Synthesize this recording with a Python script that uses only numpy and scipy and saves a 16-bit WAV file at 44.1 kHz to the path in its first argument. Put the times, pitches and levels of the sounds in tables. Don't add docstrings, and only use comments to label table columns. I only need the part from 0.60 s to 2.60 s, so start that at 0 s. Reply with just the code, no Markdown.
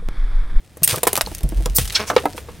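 import sys
import numpy as np
from scipy import signal
from scipy.fft import rfft, irfft
from scipy.io import wavfile

SR = 44100
rng = np.random.default_rng(int(sys.argv[2]) if len(sys.argv) > 2 else 0)


def store_pcm(level_fs):
    pcm = np.round(np.clip(level_fs, -1, 1) * 32767).astype(np.int16)
    wavfile.write(sys.argv[1], SR, np.atleast_2d(pcm).T)


N = 88200
BLOW_SAMPLES = SR // 4
T = np.arange(N) / SR
HZ = np.maximum(np.fft.rfftfreq(N, 1 / SR), 1)

# frequency_hz, level_db
PATTER_TONE = [(150, -8), (500, 0), (1100, -4), (1700, -1), (2600, 2.5), (4000, 0), (6000, -1), (7500, -4),
               (8900, 3), (10500, -4), (16000, -8)]
# frequency_hz, side_db
STEREO_WIDTH = [(40, -12), (130, -11), (400, -13), (2000, -18), (5000, -12), (14000, -11)]


def amp(db):
    return 10 ** (np.asarray(db) / 20)


def unit(x):
    return x / np.sqrt(np.mean(x ** 2) + 1e-20)


def gains(points, at=HZ):
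    hz, db = np.transpose(points)
    return amp(np.interp(np.log(at), np.log(hz), db))


def level(points):
    return amp(np.interp(T, *np.transpose(points)))


def tilt(db_per_octave):
    return amp(db_per_octave * np.log2(np.maximum(HZ, 500) / 4000))


def colour(pair, gain):
    mid, side = irfft(rfft(pair) * gain * [np.ones_like(HZ), gains(STEREO_WIDTH)], N)
    return unit(np.array([mid + side, mid - side]))


def noise(gain):
    return colour(rng.standard_normal((2, N)), gain)


def clicks(per_s, spread_db):
    sizes = amp(spread_db * np.minimum(rng.exponential(1, N), 4))
    happens = rng.random(N) < per_s / SR
    return unit(sizes * happens * rng.choice([-1, 1], (2, N)))


def decay(t, fade_s):
    return (t >= 0) * np.exp(-np.log(1000) * np.clip(t / fade_s, 0, 10))


def swell(start_s, rise_s, hold_s, fade_s, db):
    rise = np.clip((T - start_s) / rise_s, 0, 1) ** 2
    return amp(db) * rise * decay(np.maximum(T - start_s - rise_s - hold_s, 0), fade_s)


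def resonate(x, hz, width_hz):
    r = np.exp(-np.pi * width_hz / SR)
    feedback = [1, -2 * r * np.cos(2 * np.pi * hz / SR), r * r]
    return signal.lfilter(np.array([1, 0, -1]) * (1 - r * r) / 2, feedback, x + 1e-18)


def add(out, start_s, sound):
    start = max(int(start_s * SR), 0)
    out[..., start:start + BLOW_SAMPLES] += sound[..., :N - start]


def burst(tone, centre_hz, fade_s, rise_s=.0005, hold_s=.0007):
    t = T[:BLOW_SAMPLES]
    hz = np.maximum(np.fft.rfftfreq(BLOW_SAMPLES, 1 / SR), 1)
    spectrum = rfft(rng.standard_normal((2, BLOW_SAMPLES))) * gains(tone, hz / centre_hz)
    mid, side = irfft(spectrum * [np.ones_like(hz), gains(STEREO_WIDTH, hz)], BLOW_SAMPLES)
    shape = np.minimum(t / rise_s, 1) * decay(np.maximum(t - hold_s, 0), fade_s)
    return unit(np.array([mid + side, mid - side]) * shape) * np.sqrt(np.mean(shape ** 2))


def ring(hz, fade_s):
    t = T[:BLOW_SAMPLES]
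    return np.sin(2 * np.pi * hz * t) * decay(t, fade_s)


def yard(x, delay_s=.004):
    echoes = [(.06, -13, -2), (.3, -24, -2)]
    tail = 0
    for fade_s, db, slope in echoes:
        echo = unit(noise(tilt(slope)) * decay(T - delay_s, fade_s))
        tail += amp(db) * echo * np.sqrt(np.mean(tilt(slope) ** 2) / N)
    return signal.fftconvolve(x, tail, axes=1)[:, :N]


def engine():
    loudness = [(0, -49), (.13, -47), (.3, -38), (.42, -42), (.6, -39), (.8, -40), (1.2, -39), (1.6, -37),
                (1.8, -39), (2, -39)]
    tone = [(20, -16), (45, -8), (80, 0), (130, -8), (250, -16), (600, -21), (1100, -30), (1800, -28),
            (4000, -33), (10000, -38), (16000, -44)]
    return level(loudness) * noise(gains(tone))


def tyre(drone_hz=43, wander_share=.08, rumble_db=-7):
    roll_level = [(0, -70), (.6, -54), (.68, -35), (.8, -42), (.88, -27), (.94, -26), (.99, -18),
                  (1.04, -27), (1.1, -21), (1.16, -31), (1.23, -28), (1.32, -42), (1.45, -58), (2, -60)]
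    rumble_tone = [(20, -8), (45, 0), (90, -1), (160, -14), (400, -24), (1500, -45), (16000, -80)]
    grit_level = [(0, -62), (.2, -60), (.5, -48), (.72, -48), (.87, -50), (1.05, -45), (1.13, -52),
                  (1.6, -45), (1.75, -48), (1.88, -54), (2, -56)]
    wander = noise(1 / (1 + (HZ / 10) ** 4))[0]
    pitch_hz = drone_hz * (1 + wander_share * wander)
    drone = np.sqrt(2) * np.sin(2 * np.pi * np.cumsum(pitch_hz) / SR)
    grit = level(grit_level) * colour(clicks(per_s=700, spread_db=4.5), gains(PATTER_TONE))
    return level(roll_level) * (drone + amp(rumble_db) * noise(gains(rumble_tone))) + grit


def thumps(rise_s=.004):
    blows = [(.218, -19, 150, .08), (.277, -25, 120, .1), (.327, -14, 104, .13), (.37, -23, 140, .08),
             (.58, -27, 130, .08), (.635, -23, 48, .25), (.665, -29, 190, .12), (.836, -8, 50, .15),
             (.843, -13, 140, .08), (1.06, -20, 100, .07), (1.184, -9, 112, .08), (1.215, -11, 72, .18),
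             (1.911, -27, 100, .1)]
    out = np.zeros(N)
    for start_s, db, hz, fade_s in blows:
        add(out, start_s, amp(db) * ring(hz, fade_s) * np.minimum(T[:BLOW_SAMPLES] / rise_s, 1))
    return out


def flutter(flaps_per_s=224, jitter=.07, hiss_db=-6):
    shape = (1.386, .012, .02, .14, -25)
    slit_notes = [(260, 300, 1), (520, 400, -1), (1050, 500, 0), (1600, 450, -5), (2250, 700, -4)]
    hiss_tone = [(1000, -15), (2500, -2), (4000, -2), (5800, 0), (6800, -16), (16000, -28)]
    times = shape[0] + np.cumsum(1 + jitter * rng.standard_normal(30)) / flaps_per_s
    flaps = np.zeros(N)
    flaps[(times * SR).astype(int)] = amp(rng.normal(0, 2, len(times)))
    body = sum((-1) ** k * amp(db) * resonate(resonate(flaps, hz, width), hz, width)
               for k, (hz, width, db) in enumerate(slit_notes))
    puffs = signal.fftconvolve(flaps, decay(T, fade_s=.012))[:N] * noise(gains(hiss_tone))
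    active_share = np.ptp(times) / T[-1]
    return swell(*shape) * (unit(body) + amp(hiss_db) * unit(puffs)) * np.sqrt(active_share)


def spatter(mist_gain=.45):
    sprays = [(.249, .002, .008, .09, -26, 5), (.283, .007, .018, .24, -19, .5),
              (.474, .004, .01, .16, -30, 0), (.555, .01, .02, .08, -34, 0), (.62, .04, .09, .3, -44, 1),
              (1.176, .01, .008, .3, -23, 2), (1.27, .08, .06, .18, -35, -1.5),
              (1.457, .016, .028, .12, -35, 1), (1.59, .008, .008, .2, -38, -2),
              (1.745, .025, .012, .16, -39, 2)]
    drops = clicks(per_s=2200, spread_db=4) + mist_gain * rng.standard_normal((2, N))
    return sum(swell(*shape) * colour(drops, gains(PATTER_TONE) * tilt(slope))
               for *shape, slope in sprays)


def air_jets():
    # pitch_hz, width_hz, level_db
    shriek = (.2322, .001, .0148, .025, -7.5)
    shriek_hiss = [(500, -38), (1200, -28), (2700, -10), (3900, -22), (5300, -11), (7000, -13), (8600, -3),
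                   (9700, -7), (11000, -3), (16000, -6)]
    shriek_whistles = [(8560, 130, -3), (8920, 130, -11), (10480, 130, -10), (10830, 120, -8),
                       (13400, 200, -12)]
    blast = (1.143, .022, .005, .06, -8)
    blast_hiss = [(1000, -30), (3300, -24), (4600, -5), (7500, -6), (8900, 0), (10000, -4), (12000, 1),
                  (16000, 1)]
    blast_whistles = [(8850, 250, -12), (13660, 150, -12), (14520, 150, -8), (15080, 200, -8)]
    squirt = (1.345, .008, .009, .06, -11)
    squirt_hiss = [(500, -25), (2000, -16), (3500, -2), (5600, 0), (6600, -12), (8000, -14), (11000, -26),
                   (16000, -32)]
    squirt_whistles = [(4230, 100, -10), (4480, 70, -5), (5370, 80, -2)]
    gurgle = (1.353, .008, .006, .09, -19)
    gurgle_hiss = [(200, -20), (700, -12), (1100, 0), (2500, 0), (3700, 0), (6000, -14), (16000, -35)]
    gurgle_whistles = [(1550, 80, -9), (2230, 90, -6), (2570, 60, -7)]
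    seep = (1.455, .025, .022, .08, -30)
    seep_hiss = [(800, -14), (2400, -7), (4000, -10), (5600, 0), (7200, -2), (9000, -12), (16000, -22)]
    seep_whistles = [(1000, 200, -12), (2300, 250, -11), (6000, 300, -7)]
    jets = [(shriek, shriek_hiss, shriek_whistles), (blast, blast_hiss, blast_whistles),
            (squirt, squirt_hiss, squirt_whistles), (gurgle, gurgle_hiss, gurgle_whistles),
            (seep, seep_hiss, seep_whistles)]
    out = np.zeros((2, N))
    for shape, hiss, whistles in jets:
        tones = sum(amp(db) * noise(1 / (1 + (2 * (HZ - hz) / width) ** 2))
                    for hz, width, db in whistles)
        out += swell(*shape) * unit(noise(gains(hiss)) + tones)
    return out


def hollow(hz, fade_s, notes_db=-2, clatter_db=-5):
    notes = [(1.0, 0), (2.05, -8)]
    clatter = [(.15, -26), (.4, -10), (.7, 0), (1.4, -1), (2.3, -3), (3.2, -15), (6, -30), (20, -60)]
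    ringing = sum((-1) ** k * amp(db + notes_db) * ring(hz * ratio, fade_s / np.sqrt(ratio))
                  for k, (ratio, db) in enumerate(notes))
    return ringing + amp(clatter_db) * burst(clatter, hz, fade_s * 1.25)


def knocks_and_pops(low_cut_hz=170, bounce_db=-18, bounce_s=.0011):
    knocks = [(.1705, -31, 450, .03), (.221, -27, 320, .04), (.3295, -19, 480, .04),
              (.3415, -16, 540, .045), (.3725, -21, 400, .04), (.381, -24, 520, .03),
              (.4322, -11, 480, .035), (.452, -26, 420, .04), (.4692, -7, 460, .04), (.473, -9, 1000, .03),
              (.531, -18, 390, .05), (.555, -23, 600, .02), (.5755, -13, 560, .04), (.61, -12, 720, .018),
              (.671, -24, 440, .05), (.716, -28, 340, .05), (.808, -33, 420, .05), (.838, -26, 320, .09),
              (.922, -21, 310, .04), (1.004, -27, 320, .04), (1.059, -17, 480, .05),
              (1.184, -15, 470, .035), (1.746, -28, 300, .04), (1.7785, -22, 480, .035),
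              (1.886, -30, 480, .07)]
    pops = [(1.5006, -4, 680, .028, -26), (1.5115, -15, 600, .04, -33), (1.532, -15, 480, .025, -40),
            (1.5642, 2, 490, .025, -18), (1.638, -21, 330, .035, -44), (1.6552, -4, 400, .026, -15)]
    tube_notes = [(300, 1, .07), (587, -1, .09), (735, 3, .075), (930, 0, .06), (1005, -3, .06),
                  (1310, -10, .06), (1670, -13, .05), (2055, -12, .06), (2610, -15, .05)]
    out = np.zeros((2, N))
    for start_s, db, hz, fade_s in knocks:
        add(out, start_s, amp(db) * hollow(hz, fade_s))
    tube = sum((-1) ** k * amp(db) * ring(hz, fade_s) for k, (hz, db, fade_s) in enumerate(tube_notes))
    for start_s, db, hz, fade_s, tube_db in pops:
        add(out, start_s, amp(db) * hollow(hz, fade_s) + amp(tube_db) * tube)
    out = signal.sosfilt(signal.butter(2, low_cut_hz, "high", fs=SR, output="sos"), out)
    bounce = np.interp(T - bounce_s, T, out.mean(axis=0))
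    return out + amp(bounce_db) * bounce * [[1], [-1]]


def snaps():
    cracks = [(.1705, -47, 1500, -36, .03), (.2215, -42, 2200, -42, .03), (.2322, -15, 5500, -9, .025),
              (.2757, -13, 3000, -5, .018), (.2797, -29, 3000, -14, .015), (.3085, -19, 2800, -26, .015),
              (.3593, -26, 3500, -17, .015), (.381, -29, 2500, -27, .035), (.4318, -19, 3800, -10, .015),
              (.4348, -20, 3800, -11, .015), (.4382, -24, 2500, -19, .015), (.452, -31, 2600, -29, .03),
              (.4688, -18, 2200, -16, .025), (.473, -16, 3000, -6, .022), (.4812, -26, 2500, -20, .04),
              (.5303, -19, 3200, -9, .015), (.5385, -37, 3000, -30, .04), (.5545, -16, 3000, -13, .018),
              (.5653, -17, 3000, -14, .015), (.575, -20, 3800, -13, .025), (.586, -36, 3000, -32, .02),
              (.6098, -8, 3000, -15, .012), (.6151, -20, 4500, -11, .012), (.6622, -27, 4300, -41, .012),
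              (.671, -41, 4000, -35, .04), (.7154, -37, 2500, -39, .02), (.7484, -26, 5400, -23, .022),
              (.7825, -35, 4000, -28, .012), (.788, -36, 4000, -34, .012), (.8072, -36, 3000, -34, .012),
              (.832, -38, 3000, -29, .04), (.89, -42, 4000, -26, .012), (.921, -39, 1800, -47, .03),
              (1.0582, -19, 3600, -20, .018), (1.098, -30, 5000, -39, .01), (1.1838, -13, 3500, -8, .016),
              (1.195, -23, 3000, -25, .04), (1.254, -29, 2500, -27, .04), (1.276, -28, 5000, -32, .06),
              (1.2985, -24, 4500, -33, .02), (1.3045, -21, 2800, -42, .012), (1.3235, -27, 4000, -27, .04),
              (1.5006, -20, 2000, -31, .025), (1.5638, -9, 2400, -30, .03), (1.579, -19, 2000, -50, .06),
              (1.623, -36, 2500, -44, .025), (1.6552, -22, 1800, -28, .025), (1.732, -33, 4300, -44, .012),
              (1.7785, -25, 2200, -35, .025), (1.887, -44, 2000, -55, .08)]
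    crack_tone = [(.1, -20), (.3, -9), (.6, -2), (1, 0), (1.6, -3), (2.5, -13), (4, -23), (8, -38)]
    tick_tone = [(2000, -30), (5000, -12), (7000, -4), (9000, 0), (11500, 0), (14000, -3), (16000, -8)]
    pings = [(.6622, -19, 4250, .014), (1.0586, -16, 7100, .016), (.2965, -20, 3600, .03),
             (.61, -15, 5400, .012)]
    out = np.zeros((2, N))
    for start_s, db, hz, tick_db, fade_s in cracks:
        crack = amp(db) * burst(crack_tone, hz, fade_s)
        add(out, start_s, crack + amp(tick_db) * burst(tick_tone, 1, fade_s))
    for start_s, db, hz, fade_s in pings:
        add(out, start_s, amp(db) * ring(hz, fade_s))
    return out


def scene():
    near = snaps() + knocks_and_pops() + air_jets() + spatter() + flutter() + thumps() + tyre()
    return near + yard(near) + engine()


def record(dry, ceiling=1.3, cutoff_hz=16100):
    rounded = ceiling * np.tanh(dry / ceiling)
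    return signal.sosfilt(signal.ellip(10, .1, 70, cutoff_hz, fs=SR, output="sos"), rounded)


dry = scene()
out = record(dry)
store_pcm(out)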